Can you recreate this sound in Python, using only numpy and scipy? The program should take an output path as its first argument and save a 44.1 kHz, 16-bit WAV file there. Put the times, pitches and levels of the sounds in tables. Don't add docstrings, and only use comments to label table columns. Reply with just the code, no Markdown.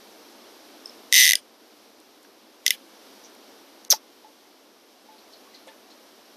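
import sys
import numpy as np
from scipy import signal
from scipy.fft import rfft, irfft
from scipy.io import wavfile
from scipy.ndimage import uniform_filter1d, minimum_filter1d, map_coordinates

SR = 44100
rng = np.random.default_rng(int(sys.argv[2]) if len(sys.argv) > 2 else 0)


def boost(x):
    u = np.asarray(x, float) / 20
    return 10 ** u


def to_wav(s):
    ch = np.atleast_2d(s).T
    pcm = np.round(np.clip(ch, -1, 1) * 32767)
    wavfile.write(sys.argv[1], SR, pcm.astype(np.int16))


N = 280476

# frequency in Hz, t60 in s, level under the main pawl in dB,
# level under the second pawl in dB.
FRAME_MODES = [(4190, 0.003, 0, -18.5), (3460, 0.018, -25.5, -34), (3780, 0.0077, -3.5, -2.5),
               (4630, 0.0061, -4, -1), (4960, 0.011, -16.5, -2.5), (5420, 0.019, -0.5, -5),
               (5975, 0.013, 0.5, -1), (5740, 0.0052, -85.5, -30), (8800, 0.0037, -1.5, -3),
               (9000, 0.012, -25, -8.5), (10610, 0.0063, -3, -11.5), (11440, 0.0093, -29, -8),
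               (13010, 0.0042, 2.5, -4.5), (14900, 0.003, -23.5, -21)]
# frequency in Hz, time to the top in s,
# level under the main pawl in dB, level under the second pawl in dB.
SPOOL_MODE = (1995, .0017, -12, -29)
# delay in s, signed size for the main pawl, for the second pawl.
BOUNCES = [
    (0, -1.0, -.6),
    (.0004, .15, .7),
    (.0009, .35, -.65),
    (.0014, -.25, .45),
    (.0020, .15, -.25),
]
# time in s, speed in teeth per s.
PULLS = [
    [(1.1256, 50.15), (1.1727, 127.89), (1.1863, 138.29), (1.2013, 134.33), (1.2824, 71.41), (1.373, 0)],
    [(2.6639, 37.4), (2.7217, 0)],
]
SECOND_LAG_TEETH = .484
PAWL_DB, PAWL_SPREAD_DB = (.2, -4.2), (.3, 1.0)
LONGEST_T60_S = .010
CRACK_HZ, CRACK_T60_S, CRACK_DB, CRACK_LATE_S = 3500, .0012, (8, 0), .0003
HAND_ON_S, HAND_T60_SHARE, HAND_DB, HAND_SHARP = 2.0, .9, -2, 1.03

# start in seconds, peak in dB, length in s.
JERKS = [
    (3.902, -5.5, .0033),
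    (3.9058, -3, .0009),
    (3.9073, -.5, .0036),
    (3.9128, -6, .002),
    (3.9152, -6.5, .0025),
    (3.9175, -4, .0038),
    (3.9237, -.5, .0022),
    (3.9268, -9, .003),
    (3.931, -22, .009),
]
# frequency in Hz, density in dB per Hz.
WHIP_SPECTRUM = [(290, -74.5), (500, -32), (876, 27), (2800, -29.5), (4440, -28.5), (5510, -26),
                 (7780, -47.5), (13200, -39), (14200, -29.5), (15500, -70.5)]
WHISTLE_HZ, WHISTLE_FALL_HZ_PER_S = 6220, 36300
EDGE_HZ, EDGE_FALL_HZ_PER_S = 4800, 88000
# start in seconds, frequency in Hz, level in dB, t60 in s.
ROD_MODES = [
    (3.9285, 628, -18.5, .025),
    (3.9284, 1240, -18.5, .012),
    (3.9294, 1800, -49, .010),
    (3.929, 2700, -24, .006),
    (3.936, 870, -18, 0.046),
]

# onset in seconds, level in dB, length in s.
LEAD_INS = [
    (1.1254, -38, .008),
    (2.6636, -39, .009),
    (3.902, -36, .003),
]
# width as share of pitch, rise in s, t60 in s.
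TICK, SQUEAK, DRIP = (.6, .0005, .006), (.02, .0018, .012), (.05, .0015, .17)
RUB, RUSTLE = (.16, .01, .15), (.6, .006, .15)
# start in seconds, level in dB, frequency in Hz.
TICKS = [
    (2.001, -47.5, 10500),
    (2.23, -48.5, 11000),
    (2.249, -44, 1500),
    (3.30, -54, 9000),
    (3.35, -47, 10500),
    (3.8472, -42.5, 12500),
    (3.8494, -34.5, 5200),
    (4.245, -54, 2500),
]
# start in seconds, level in dB, frequency in Hz.
SQUEAKS = [
    (.857, -28, 5280),
    (.8572, -42, 8400),
    (.869, -49, 8600),
    (.895, -39, 5300),
    (5.37, -52, 5100),
]
# start in seconds, level in dB, frequency in Hz.
DRIPS = [
    (1.33, -52, 613),
    (4.245, -46.5, 867),
    (5.088, -46, 864),
    (5.47, -56, 1120),
    (5.535, -57, 2030),
    (5.669, -46.5, 529),
    (5.678, -50, 881),
    (5.686, -53, 1760),
]
# start in seconds, level in dB, frequency in Hz.
RUBS = [
    (0.866, -49, 5180),
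    (3.235, -48, 5830),
    (5.177, -55.5, 4200),
    (5.326, -49, 4320),
    (5.54, -48, 4160),
    (5.90, -54, 4300),
]
# start in seconds, level in dB, frequency in Hz.
RUSTLES = [
    (5.322, -54, 4500),
    (5.538, -53, 4600),
    (5.666, -57, 8000),
    (5.669, -50, 750),
    (5.672, -48.5, 3100),
    (5.899, -53.5, 4500),
]

# frequency in Hz, density in dB per Hz.
STREAM_SPECTRUM = [(24, -76.5), (40, -45.5), (113, -24.5), (165, -39), (200, -10), (302, -2.5), (372, -5),
                   (403, -5), (726, -8.5), (1800, -17), (2340, -21), (3960, -120)]
# frequency in Hz, density in dB per Hz.
LEAVES_SPECTRUM = [(880, -32), (1500, -40), (2110, -2), (2310, -1), (3120, 2), (5720, 2), (6890, -7),
                   (8130, -9.5), (13300, -5), (14200, -7.5), (15500, -29)]
STREAM_DB, LEAVES_DB, LEAVES_FADE_DB_PER_S = -52.5, -55, -0.01
BANK_DB, BANK_T60_S, BANK_END_S = -23.5, 0.19, 0.044
# time in s, gain in dB.
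GAIN = [
    (0, 0.5),
    (1.03, 1.5),
    (1.4, -3.5),
    (2.5, -4),
    (3.1, 0.5),
    (3.81, -1),
    (3.97, -3.5),
    (4.9, -5),
    (5.33, -1.5),
    (6.36, -2),
]
HUSH_S, HUSH_DB = (3.885, 3.894), -30


def rms_one(x):
    return x / np.sqrt(np.mean(x ** 2) + 1e-20)


def ring(clicks, hz, t60):
    r, w = boost(-60 / (t60 * SR)), 2 * np.pi * hz / SR
    return signal.lfilter([0, np.sin(w)], [1, -2 * r * np.cos(w), r * r], clicks + 1e-18)


def band(x, low_hz, high_hz):
    edges = [max(low_hz, 20), min(high_hz, .45 * SR)]
    return signal.sosfilt(signal.butter(2, edges, "band", fs=SR, output="sos"), x)


def coloured(white, spectrum):
    hz = np.maximum(np.arange(len(white) // 2 + 1) * SR / len(white), 1)
    point_hz, point_db = np.transpose(spectrum)
    weight_db = np.interp(np.log(hz), np.log(point_hz), point_db)
    return rms_one(irfft(rfft(white) * boost(weight_db), len(white)))


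def add(out, s, sound):
    i = round(s * SR)
    out[i:i + len(sound)] += sound[:N - i]


def landings():
    rows = []
    for pull in PULLS:
        s, speed = np.transpose(pull)
        t = np.arange(s[0], s[-1], 1 / SR)
        teeth = np.cumsum(np.interp(t, s, speed)) / SR
        for k in range(int(teeth[-1]) + 1):
            for second in (0, 1):
                mark = k + second * SECOND_LAG_TEETH
                if mark < teeth[-1]:
                    rows.append((np.interp(mark, teeth, t), second))
    return rows


def reel():
    out, t = np.zeros(N), np.arange(1200) / SR
    thin = signal.butter(6, 2500, "high", fs=SR, output="sos")
    drops = landings()
    spool_hz, spool_top_s, *spool_db = SPOOL_MODE
    chance = rng.standard_normal((len(drops), len(FRAME_MODES) + 2 * len(BOUNCES)))
    for (s, second), draw in zip(drops, chance):
        peak_db = PAWL_DB[second] + PAWL_SPREAD_DB[second] * draw[-5]
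        held = s > HAND_ON_S
        uneven_db = (.8 + .7 * second) * draw
        detune = 1 + .015 * draw[::-1]

        blows = np.zeros(len(t))
        for (delay, *size), late, harder in zip(BOUNCES, draw[-5:], draw[-10:-5]):
            i = int(abs(delay * (1 + .07 * late)) * SR)
            blows[i] += size[second] * boost(1.8 * harder * (delay > 0))

        frame = np.zeros(len(t))
        for m, (hz, t60, *levels) in enumerate(FRAME_MODES):
            mode = ring(blows, hz * detune[m], min(t60, LONGEST_T60_S))
            frame += boost(levels[second] + uneven_db[m]) * mode
        frame *= 1 - np.exp(-t / .00015)
        first_blow = np.roll(blows * (t < .0002), int(CRACK_LATE_S * SR))
        crack = boost(CRACK_DB[second]) * ring(first_blow, CRACK_HZ, CRACK_T60_S)
        frame = signal.sosfilt(thin, crack + frame)
        frame = boost(peak_db - .8) * frame / np.max(np.abs(frame))

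        age = t / (spool_top_s * HAND_T60_SHARE ** held)
        swell = boost(spool_db[second] + HAND_DB * held) * age * np.exp(1 - age)
        hz = spool_hz * HAND_SHARP ** held * (1 + .008 * draw[0])
        add(out, s, frame + swell * np.sin(2 * np.pi * hz * t))
    return signal.sosfilt(signal.cheby2(8, 30, 1450, "high", fs=SR, output="sos"), out)


def whip():
    out, t = np.zeros(N), np.arange(2000) / SR
    for s, peak_db, length in JERKS:
        since = s - JERKS[0][0]
        hz = WHISTLE_HZ - WHISTLE_FALL_HZ_PER_S * since
        edge_hz = EDGE_HZ - EDGE_FALL_HZ_PER_S * since
        white = rng.standard_normal((2, 4000))
        whistle = rms_one(band(white[0], hz - 260, hz + 260))[2000:]
        rush = coloured(white[1], WHIP_SPECTRUM)
        for _ in range(3):
            rush = band(rush, edge_hz, 21000)
        rush = rms_one(rush)[2000:]
        shape = (1 - np.exp(-t / 0.0016)) / (1 + (t / length) ** 4)
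        jerk = shape * (0.73 * whistle + 1.1 * rush)
        add(out, s, boost(peak_db) * jerk / np.max(np.abs(jerk)))
    return out


def knock():
    out, t = np.zeros(N), np.arange(2000) / SR
    push = np.exp(-t / 0.00011) * (t / 0.000061) / 8
    for s, hz, level_db, t60 in ROD_MODES:
        add(out, s, boost(level_db) * ring(push, hz, t60))
    return out


def lead_ins():
    out = np.zeros(N)
    before_s = np.arange(1000, 0, -1) / SR
    for s, level_db, length in LEAD_INS:
        swell_noise = rms_one(band(rng.standard_normal(1500), 1400, 9000)[500:])
        add(out, s - 1000 / SR, boost(level_db - 14 * before_s / length) * swell_noise)
    return out


def puff(level_db, hz, share, rise, t60):
    t = np.arange(6000) / SR
    half_hz = share * hz / 2
    noise = rms_one(band(rng.standard_normal(8000), hz - half_hz, hz + half_hz)[2000:])
    clear = np.clip(1 - 5 * share, 0, .9)
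    tone = np.sin(2 * np.pi * hz * t)
    sound = np.sqrt(1 - clear) * noise + np.sqrt(2 * clear) * tone
    shape = np.clip(t / rise, 0, 1) * boost(-60 * np.maximum(t - rise, 0) / t60)
    return boost(level_db) * rms_one(sound * shape) * np.sqrt(np.mean(shape ** 2))


def small_sounds():
    out = np.zeros(N)
    kinds = [(TICK, TICKS), (SQUEAK, SQUEAKS), (DRIP, DRIPS), (RUB, RUBS), (RUSTLE, RUSTLES)]
    for kind, rows in kinds:
        for s, level_db, hz in rows:
            add(out, s, puff(level_db, hz, *kind))
    return out


def bank(x, low_hz):
    t = np.arange(4400) / SR
    flutter = .4 + rms_one(band(rng.standard_normal(N), 120, 600))
    echoes = rng.standard_normal(len(t)) * boost(-60 * t / BANK_T60_S) * np.clip(t / 0.001, 0, 1)
    echoes *= boost(-900 * np.maximum(t - BANK_END_S, 0))
    scatter = boost(BANK_DB - 19.5) * signal.fftconvolve(x * flutter, echoes)[:N]
    return signal.sosfilt(signal.butter(8, low_hz, "high", fs=SR, output="sos"), scatter)


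def drift(rate):
    r = np.exp(-80 * np.pi * rate / SR)
    slow = signal.lfilter([1], [1, -2 * r, r * r], rng.standard_normal(N // 40 + 2002))[2000:]
    return np.interp(np.arange(N) / 40, np.arange(len(slow)), rms_one(slow))


def hiss(spectrum, patchy_db):
    hz, t, cells = signal.stft(coloured(rng.standard_normal(N), spectrum), SR, nperseg=512)
    together = drift(5)
    at = np.minimum((t * SR).astype(int), N - 1)
    flicker = np.array([.7 * together + drift(12) for region in range(12)])[:, at]
    place = 11 * np.log(np.clip(hz, 150, 16000) / 150) / np.log(16000 / 150)
    field = map_coordinates(flicker, np.meshgrid(place, np.arange(len(t)), indexing="ij"), order=1)
    return rms_one(signal.istft(cells * boost(patchy_db * field), SR, nperseg=512)[1][:N])


def scene():
    t = np.arange(N) / SR
    pawls = reel()
    line = signal.sosfilt(signal.butter(5, 450, "high", fs=SR, output="sos"), whip() + knock())
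    tackle = pawls + bank(pawls, low_hz=1650) + line + bank(line, low_hz=450)
    gain_db = np.interp(t, *np.transpose(GAIN))
    hushed = 1. * (t > HUSH_S[0]) * (t < HUSH_S[1])
    hush_db = HUSH_DB * uniform_filter1d(hushed, size=89)
    stream = boost(STREAM_DB + gain_db) * hiss(STREAM_SPECTRUM, patchy_db=0.06)
    leaves_db = LEAVES_DB - LEAVES_FADE_DB_PER_S * t + gain_db + hush_db
    leaves = boost(leaves_db) * hiss(LEAVES_SPECTRUM, patchy_db=.5)
    return (tackle + lead_ins() + small_sounds() + stream + leaves)[None]


def roll_off(x):
    return signal.sosfilt(signal.butter(12, 15710, fs=SR, output="sos"), x)


def record(dry):
    cut = signal.sosfilt(signal.cheby2(6, 45, 16300, fs=SR, output="sos"), dry)
    allowed = minimum_filter1d(1 / np.maximum(np.abs(cut), 1), size=61)
    mix = cut * uniform_filter1d(allowed, size=61)
    return roll_off(mix)


dry = scene()
out = record(dry)
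to_wav(out)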